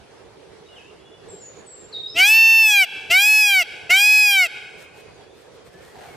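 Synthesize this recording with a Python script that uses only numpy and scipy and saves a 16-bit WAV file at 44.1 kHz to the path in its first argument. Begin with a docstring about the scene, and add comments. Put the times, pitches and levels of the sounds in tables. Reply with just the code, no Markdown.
"""In the hush at the edge of a wood, distant birds call, small birds whistle nearby and a foot falls.
A peacock then screams three times: each call starts with a rasp and arches up and down in pitch, as
his vibrating membranes sound through windpipe and beak and the trunks scatter the sound back.
An automatic gain control pushes the hush down under every scream. Last he raises his train, barbs
hissing and quills brushing, while far birds call again and another soft step crushes the grass."""
import sys
import numpy as np
from scipy import signal
from scipy.fft import rfft, irfft
from scipy.io import wavfile
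from scipy.ndimage import uniform_filter1d

SR = 44100
rng = np.random.default_rng(int(sys.argv[2]) if len(sys.argv) > 2 else 0)


def int16_out(signal):
    """Quantize to a 16-bit WAV file."""
    q = np.round(np.clip(np.atleast_2d(signal).T, -1, 1) * 32767)
    wavfile.write(sys.argv[1], SR, q.astype(np.int16))


N = 271832
TIME, BINS = np.arange(N) / SR, np.fft.rfftfreq(N, 1 / SR)


# The screams. Each row: start and length in seconds, top pitch in Hz, climb and descent in seconds,
# descent rate in Hz per second, corner rounding, attack and release in seconds, effort in dB, brightness
# in dB per octave, beak opening as a factor on the throat's frequencies, gritty time in seconds.
SCREAMS = [(2.143, 0.71, 892.9, .163, .2223, 645, 0.022, .06, 0.026, 0.45, 0.5, 1.0395, .25),
           (3.095, 0.5394, 861, 0.13, 0.2, 763.6, 0.04, .019, 0.017, -3, 1.2, 1.01, 0.078),
           (3.891, 0.5825, 847.4, .101, .1944, 801, .0433, 0.017, 0.041, -2.5, 0.76, 0.9953, 0.096)]
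def scream(length, top_hz, climb, descent, descent_rate, rounding, attack, release,
           effort_db, bright_db, beak, gritty):
    """Source and filter: a membrane drives the throat, and a slower one modulates it into a rasp."""
    t = np.arange(0, length, 1 / SR)
    hz = pitch_arch(t, length, top_hz, climb, descent, descent_rate, rounding)
    octaves = np.log2(hz / top_hz)  # effort and beak follow the pitch
    drive = amp(effort_db + effort(t, length, attack, release) + 23.5 * octaves)
    beak = beak - 0.046 * octaves
    onset = np.minimum(t / attack, 1)
    rasp, depth = roughness(t, length, attack, gritty)
    shake = depth * second_membrane(rasp)
    jitter = 0.002 * drift(50)[:len(t)] + (0.00073 + 0.034 * rasp) * drift(350)[:len(t)]
    phase = 2 * np.pi * np.cumsum(hz * (1 + jitter)) / SR + shake
    voice = harmonics(hz, phase, drive, beak, bright_db - 5 * (1 - onset)) * (1 + shake)
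    noise = breath(phase, onset * drive * rasp) + low_rasp(drive, rasp + depth)
    return (voice + noise) * signal.windows.tukey(len(t), 0.012)


def pitch_arch(t, length, top_hz, climb, descent, descent_rate, rounding, climb_rate=1525, floor_hz=641):
    """Frequency glide: the fundamental climbs, holds and descends more slowly, with rounded corners."""
    left = length - t
    below_top = climb_rate * rounding * np.logaddexp(0, (climb - t) / rounding)
    below_top += descent_rate * rounding * np.logaddexp(0, (descent - left) / rounding)
    catch = 33.6 * np.exp(-t / 0.01466)  # the pitch snaps up as the voice catches
    collapse = 103.4 * np.exp(-left / 0.01466)  # and drops as the air runs out
    return np.maximum(top_hz - below_top - catch - collapse, floor_hz)


def effort(t, length, attack, release):
    """Envelope in dB: after the attack the first push of air is the hardest, easing until the release."""
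    opening = np.maximum(1 - t / attack, 0)
    closing = np.maximum(1 - (length - t) / release, 0)
    return 8 * np.exp(-t / 0.24) - 42 * opening ** 1.4 - 13 * closing ** 2


def roughness(t, length, attack, gritty):
    """Irregular vibration: the voice starts harsh, stays gritty a while, clears and breaks at the end."""
    start = np.exp(-np.maximum(t - attack, 0) / 0.011)
    grit = (1 - np.tanh((t - gritty) / 0.017)) / 2
    end = np.exp(-((length - t) / 0.067) ** 2)
    rasp = amp(-12) * start + amp(-28) * grit + amp(-20) * end + amp(-52)
    depth_radians = 0.064 * start + 0.033 * grit + 0.008 * end + 0.001
    return rasp, depth_radians


def second_membrane(rasp, centre_hz=306.7):
    """A modulating oscillator: it loses its regularity as the rasp grows."""
    hz = centre_hz * (1 + (0.012 + 0.25 * rasp) * drift(97)[:len(rasp)])
    return np.sin(2 * np.pi * np.cumsum(hz) / SR)


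def harmonics(hz, phase, drive, beak, bright_db):
    """Nonlinear growth: overtones gain on the fundamental with effort, so a weak voice is purer."""
    chance = drift(6.8)
    voice = drive ** 0.82 * throat(hz / beak) * np.cos(phase)
    for k in range(2, 25):
        # overtones swell and dip by chance, the high ones most
        swell_db = 2.5 * np.minimum(k * hz / 8660, 1) * np.roll(chance, k * N // 25)[:len(hz)]
        tilt_db = bright_db * np.log2(np.maximum(k * hz / 2500, 1))
        gain = drive * amp(tilt_db + swell_db) * throat(k * hz / beak)
        voice += gain * np.cos(k * phase + 2 * np.pi * rng.random())
    return np.sqrt(2) * voice


# Throat resonances, then antiresonances. Each row: frequency in Hz, width in Hz, gain in dB.
FORMANTS = [(660, 200, -14), (1488, 226, -11), (2209, 280, 3.5), (2601, 260, 2), (2746, 340, -2),
            (3163, 214, -8), (3745, 243, -13), (4390, 283, -10.5), (5052, 310, -14.5), (5603, 390, -18.5),
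            (6080, 245, -18.5), (7480, 1240, -21.5), (8900, 260, -27.5), (10730, 1380, -26),
            (12500, 830, -27), (13840, 1240, -25.5)]
ANTIRESONANCES = [(2400, 60, -5), (2960, 127, -6), (3520, 80, -2.5), (4133, 134, -11.5), (7700, 40, -37.5)]
def throat(hz, leak_db=-50):
    """Resonance: windpipe and open beak reinforce some frequencies, and side cavities cancel others."""
    grid = np.arange(0, SR / 2, 10)
    power = sum(amp(db) ** 2 / (1 + (2 * (grid - f) / width) ** 2) ** 2 for f, width, db in FORMANTS)
    notch_db = sum(db / (1 + (2 * (grid - f) / width) ** 2) for f, width, db in ANTIRESONANCES)
    return np.interp(hz, grid, np.sqrt(power + amp(leak_db) ** 2) * amp(notch_db))


# Spectrum of escaping air. Each row: frequency in Hz, relative level in dB.
BREATH_SPECTRUM = [(200, -42), (700, 2.5), (1150, -34), (1600, 9), (2500, -23), (3300, -18), (4500, 8),
                   (6000, 3), (8000, 1), (9800, -5.5), (11500, -24), (15000, -38)]
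def breath(phase, strength):
    """Amplitude-modulated noise: air escapes in one puff per cycle."""
    return amp(-2) * strength * (1 + np.cos(phase)) * shaped_noise(BREATH_SPECTRUM)[:len(phase)]


# Spectrum of the low rasp. Each row: frequency in Hz, relative level in dB.
LOW_RASP_SPECTRUM = [(20, -12), (90, 7.5), (230, -3), (320, 6.5), (420, 13.5), (560, -17.5), (1000, -10),
                     (1600, -35), (8000, -66)]
def low_rasp(drive, rough):
    """Enveloped noise: a low thump and rumble while the voice is rough."""
    return amp(-25) * drive ** 0.17 * rough * shaped_noise(LOW_RASP_SPECTRUM)[:len(drive)]


# Swishes of the train. Each row: middle and half length in seconds, relative level in dB.
SWISHES = [(4.815, 0.035, -56), (4.989, 0.037, -59), (5.405, .06, -66), (5.552, .02, -66),
           (5.672, 0.02, -60), (5.74, 0.031, -67), (5.875, 0.077, -60.5), (6.03, 0.053, -62.5),
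           (6.13, 0.075, -62)]
# Spectra of barbs and of quills. Each row: frequency in Hz, relative level in dB.
BARB_SPECTRUM = [(300, -31), (1000, 4.5), (3000, 4.5), (6000, -2.5), (9000, 0), (11500, -11), (13200, -3),
                 (15500, -20)]
QUILL_SPECTRUM = [(100, -22), (450, -18), (750, 7.5), (1100, -11), (1600, -5), (2600, -16), (5000, -23.5),
                  (12000, -35)]
def train(fan_open_s=6.04):
    """Friction noise: barbs hiss in soft swishes, and quills brush hardest as the fan opens."""
    lift = sum(amp(db + 6) * np.exp(-((TIME - middle) / half) ** 2) for middle, half, db in SWISHES)
    late = TIME - fan_open_s
    brush = amp(-43 + np.minimum(71 * late, -63 * late))  # rise and fall in dB per second
    return lift * colour(snaps(5000), BARB_SPECTRUM) + brush * colour(snaps(1200), QUILL_SPECTRUM)


def snaps(per_s, spread_db=2.3):
    """Shot noise: tiny impulses of uneven size, about half their power common to both microphones."""
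    impulses = (rng.random((3, N)) < per_s / SR) * rng.standard_normal((3, N))
    impulses *= amp(spread_db * np.minimum(rng.exponential(1, (3, N)), 4))
    return impulses[0] + 0.94 * impulses[1:]


# Whistles nearby. Each row: start and length in seconds, first and last pitch of the glide in Hz,
# relative level in dB, opening down-slur in Hz, fade in dB per note length.
WHISTLES = [(1.279, 0.15, 7520, 7380, -41.5, 1700, 18), (1.398, 0.21, 6920, 6740, -40, 2000, 19),
            (1.655, .21, 7890, 7300, -42, 1401, 7.5), (1.916, .06, 4820, 4520, -48, -2, 12),
            (1.923, 0.09, 3740, 3690, -27, 1100, 15), (2.019, 0.102, 3730, 3904, -28, 5.5, 34),
            (2.071, 0.092, 4940, 5470, -36.5, 7, 11)]
def near_birds(slur_s=0.009, rise_s=0.027):
    """Frequency modulation: each whistle swells as its slur settles, then glides on and fades."""
    out = np.zeros(N)
    for start, length, first_hz, last_hz, db, slur_hz, fade_db in WHISTLES:
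        t = np.arange(0, length, 1 / SR)
        hz = first_hz + (last_hz - first_hz) * t / length + slur_hz * np.exp(-t / slur_s)
        swell_db = -12 * np.maximum(1 - t / rise_s, 0)
        decay_db = fade_db * np.maximum(t - rise_s, 0) / length
        add(out, start, tone(hz, db + swell_db - decay_db))
    return out


# Notes deep in the wood. Each row: start and length in seconds, first and last pitch in Hz,
# relative level in dB.
FAR_NOTES = [(.66, 0.019, 3820, 3730, -55), (.685, .06, 2940, 2830, -51.5), (.72, 0.038, 3500, 3420, -62),
             (.76, 0.029, 3184, 2720, -45.5), (0.782, 0.038, 2590, 2550, -49),
             (.83, 0.086, 2606, 2830, -54), (0.989, 0.19, 3360, 3463, -60), (1.05, 0.13, 2860, 2950, -60),
             (1.404, .036, 5600, 5350, -59.5), (1.42, 0.53, 4470, 4350, -70),
             (5.15, 0.122, 4710, 4620, -66), (5.198, 0.074, 3300, 3420, -64), (5.3, 0.035, 3650, 3510, -63),
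             (5.73, 0.19, 1694, 1954, -57), (6.07, 0.084, 2294, 2105, -53)]
def far_birds():
    """Linear chirps: each note glides straight from one pitch to another."""
    out = np.zeros(N)
    for start, length, first_hz, last_hz, db in FAR_NOTES:
        add(out, start, tone(np.linspace(first_hz, last_hz, round(length * SR)), db))
    return out


def tone(hz, db, waver=0.004):
    """Frequency jitter: a nearly pure tone trembles slightly."""
    phase = 2 * np.pi * np.cumsum(hz * (1 + waver * drift(110)[:len(hz)])) / SR
    return np.sqrt(2) * amp(db) * np.sin(phase) * signal.windows.tukey(len(hz), 0.12)


# Footfalls. Each row: start in seconds, level in dB.
FOOTFALLS = [(1.324, -40.5), (5.744, -48)]
# Spectrum of crushed grass. Each row: frequency in Hz, relative level in dB.
GRASS_SPECTRUM = [(30, -24), (100, -7), (180, 9.5), (260, -27), (380, 11), (600, -7), (1200, -36),
                  (8000, -49)]
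def footfalls(rise_s=0.013):
    """Damped impact: each step crushes the grass in a short, dull burst of noise."""
    ages = [(np.maximum(TIME - start, 0) / rise_s, db) for start, db in FOOTFALLS]
    return sum(amp(db) * age * np.exp(1 - age) for age, db in ages) * shaped_noise(GRASS_SPECTRUM)


# Echoes from the ground and the bird's body. Each row: delay in seconds, gain as a factor.
CLOSE_ECHOES = [(.001127, -0.24), (.001762, -0.12)]
def ground(x):
    """Comb filtering: close echoes interfere, so each overtone swells and dips as it glides."""
    echoes = sum(gain * np.exp(-2j * np.pi * BINS * delay) for delay, gain in CLOSE_ECHOES)
    return irfft(rfft(x) * (1 + echoes), N)


def boughs(x, echo_db, spread_s):
    """Early reflections: ground and nearby boughs send eight faint echoes to each microphone."""
    delays = np.round(SR * (0.003 + spread_s * rng.random((2, 8)))).astype(int)
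    return amp(echo_db) * np.array([sum(np.pad(x, (d, 0))[:N] for d in side) for side in delays])


# Decay of the wood. Each row: frequency in Hz, time to fall 60 dB in seconds.
WOOD_DECAY = [(300, 1.6), (1500, 1.35), (2200, 1.16), (2600, 1.64), (3200, 0.95), (4500, 0.95),
              (8000, 1.38), (15000, 0.38)]
# Colour of its reverberation. Each row: frequency in Hz, gain in dB.
WOOD_SPECTRUM = [(300, -60), (800, 7), (1600, 4.5), (2250, -1.5), (2650, -7), (3300, 9.5), (5000, -1.5),
                 (7500, -7), (10000, -2.5), (14000, -9)]
def wood(x, build_s=0.0099, width=0.52):
    """Reverberation: scatter from many trunks builds up, then each band dies at its own rate."""
    taps = rng.choice([-1., 1.], (3, 2 * SR)) * (rng.random((3, 2 * SR)) < 3000 / SR)
    hz, t, bands = signal.stft(taps[0] + width * taps[1:], SR, nperseg=256)
    bands = bands * amp(-60 * t / read(WOOD_DECAY, hz)[:, None]) * (1 - np.exp(-t / build_s))
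    norm = np.linalg.norm(signal.istft(bands, SR, nperseg=256)[1][0])
    tail = signal.istft(bands * amp(read(WOOD_SPECTRUM, hz))[:, None], SR, nperseg=256)[1] / norm
    return signal.fftconvolve(x[None], tail, axes=1)[:, :N]


# Spectrum of the outdoor murmur. Each row: frequency in Hz, relative spectral density in dB.
HUSH_SPECTRUM = [(15, -53), (25, -55), (92, -7.5), (274, -15.5), (433, -2), (573, -11), (819, -15),
                 (1000, -18.5), (1550, -20.5), (2000, -22), (2270, -22.5), (2510, -24), (3680, -25.5),
                 (4400, -27), (11000, -39), (13500, -64.5), (15000, -87.5), (22000, -120)]
# Its likeness at the two microphones. Each row: frequency in Hz, correlation (negatives count as zero).
HUSH_COHERENCE = [(60, 0.26), (150, 0.45), (380, 0.27), (950, 0.42), (2380, 0.36), (5980, -0.62),
                  (15000, 0.04)]
# Its balance. Each row: frequency in Hz, left minus right in dB.
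HUSH_BALANCE = [(60, -1), (180, -5.5), (550, -3.5), (1650, -2), (4970, 1), (15000, 0)]
def hush(level_db=-46, patchy_db=1.88, swell_db=1.18):
    """Partial coherence: a distant murmur drifts in patches, partly different at each microphone."""
    frames, hz = N // 256 + 5, np.fft.rfftfreq(1024, 1 / SR)
    a, b, c, d, patches = rng.standard_normal((5, frames, len(hz)))
    patches = unit(uniform_filter1d(uniform_filter1d(patches, size=10, axis=0), size=8, axis=1))
    swell = np.interp(np.arange(frames), TIME * SR / 256, drift(6))[:, None]
    coherence = np.clip(read(HUSH_COHERENCE, hz), 0, 1)
    left = a + 1j * b
    right = coherence * left + np.sqrt(1 - coherence ** 2) * (c + 1j * d)
    balance_db = np.array([1, -1])[:, None, None] * read(HUSH_BALANCE, hz) / 2
    gain = amp(read(HUSH_SPECTRUM, hz) + balance_db + patchy_db * patches + swell_db * swell)
    bands = (np.array([left, right]) * gain).swapaxes(1, 2)
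    return amp(level_db) * unit(signal.istft(bands, nperseg=1024, noverlap=768)[1][:, :N])


def microphones(x, skew_radians=0.19, lean_db=0.46):
    """Phase and level difference: the bass is centred, the treble slightly out of step and leftward."""
    treble = np.clip((BINS - 2500) / 5000, 0, 1)
    left = np.exp(1j * skew_radians * treble) * amp(lean_db * treble)
    return irfft(rfft(x) * np.array([left, 1 / left]), N)


def amp(db):
    """Decibels to amplitude ratio."""
    return 10 ** (np.asarray(db) / 20)


def unit(x):
    """Normalisation to an rms of one."""
    return x / np.sqrt(np.mean(x ** 2) + 1e-20)


def read(points, hz):
    """Interpolation on a log-frequency axis."""
    f, value = np.transpose(points)
    return np.interp(np.log(hz + 1), np.log(f + 1), value)


def add(mix, start_s, sound):
    """Superposition: a sound joins the mix at its start time."""
    part = mix[round(start_s * SR):][:len(sound)]
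    part += sound[:len(part)]


def colour(x, spectrum):
    """Spectral shaping of a full-length signal, at an rms of one."""
    return unit(irfft(rfft(x) * amp(read(spectrum, BINS)), N))


def shaped_noise(spectrum):
    """Filtered white noise, at an rms of one."""
    return colour(rng.standard_normal(N), spectrum)


def drift(rate_hz):
    """Low-pass noise: a random wander with an rms of one."""
    return unit(irfft(rfft(rng.standard_normal(N)) / (1 + (BINS / rate_hz) ** 4), N))


def scene():
    """Superposition of direct and reflected sound: peacock in front, songbirds around, wood behind."""
    peacock = np.zeros(N)
    for start, *call in SCREAMS:
        add(peacock, start, scream(*call))
    near, far = near_birds(), far_birds()
    direct = microphones(ground(peacock) + amp(-4.5) * near + amp(-2.5) * far)
    early = boughs(peacock, echo_db=-30, spread_s=0.016) + boughs(near + far, echo_db=-15, spread_s=0.056)
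    reverberation = wood(amp(-27) * peacock + amp(-11.5) * near + amp(-9) * far)
    return direct + early + reverberation + hush() + train() + footfalls()


def record(dry, knee_db=-22, slope=0.56, recover_db_per_s=80, edge_hz=15500):
    """Compression: the gain falls quickly on a scream and soon recovers; a low-pass limits the band."""
    power_db = 10 * np.log10(abs(uniform_filter1d((dry ** 2).mean(0), size=260)) + 1e-12)
    recovery = TIME * recover_db_per_s
    cut_db = np.maximum.accumulate(slope * np.maximum(power_db - knee_db, 0) + recovery) - recovery
    ducked = dry * amp(-uniform_filter1d(cut_db, size=130))
    low_pass = signal.firwin(301, edge_hz, window=("kaiser", 9), fs=SR)
    return signal.oaconvolve(ducked, low_pass[None], "same")


dry = scene()
out = record(dry)
int16_out(out)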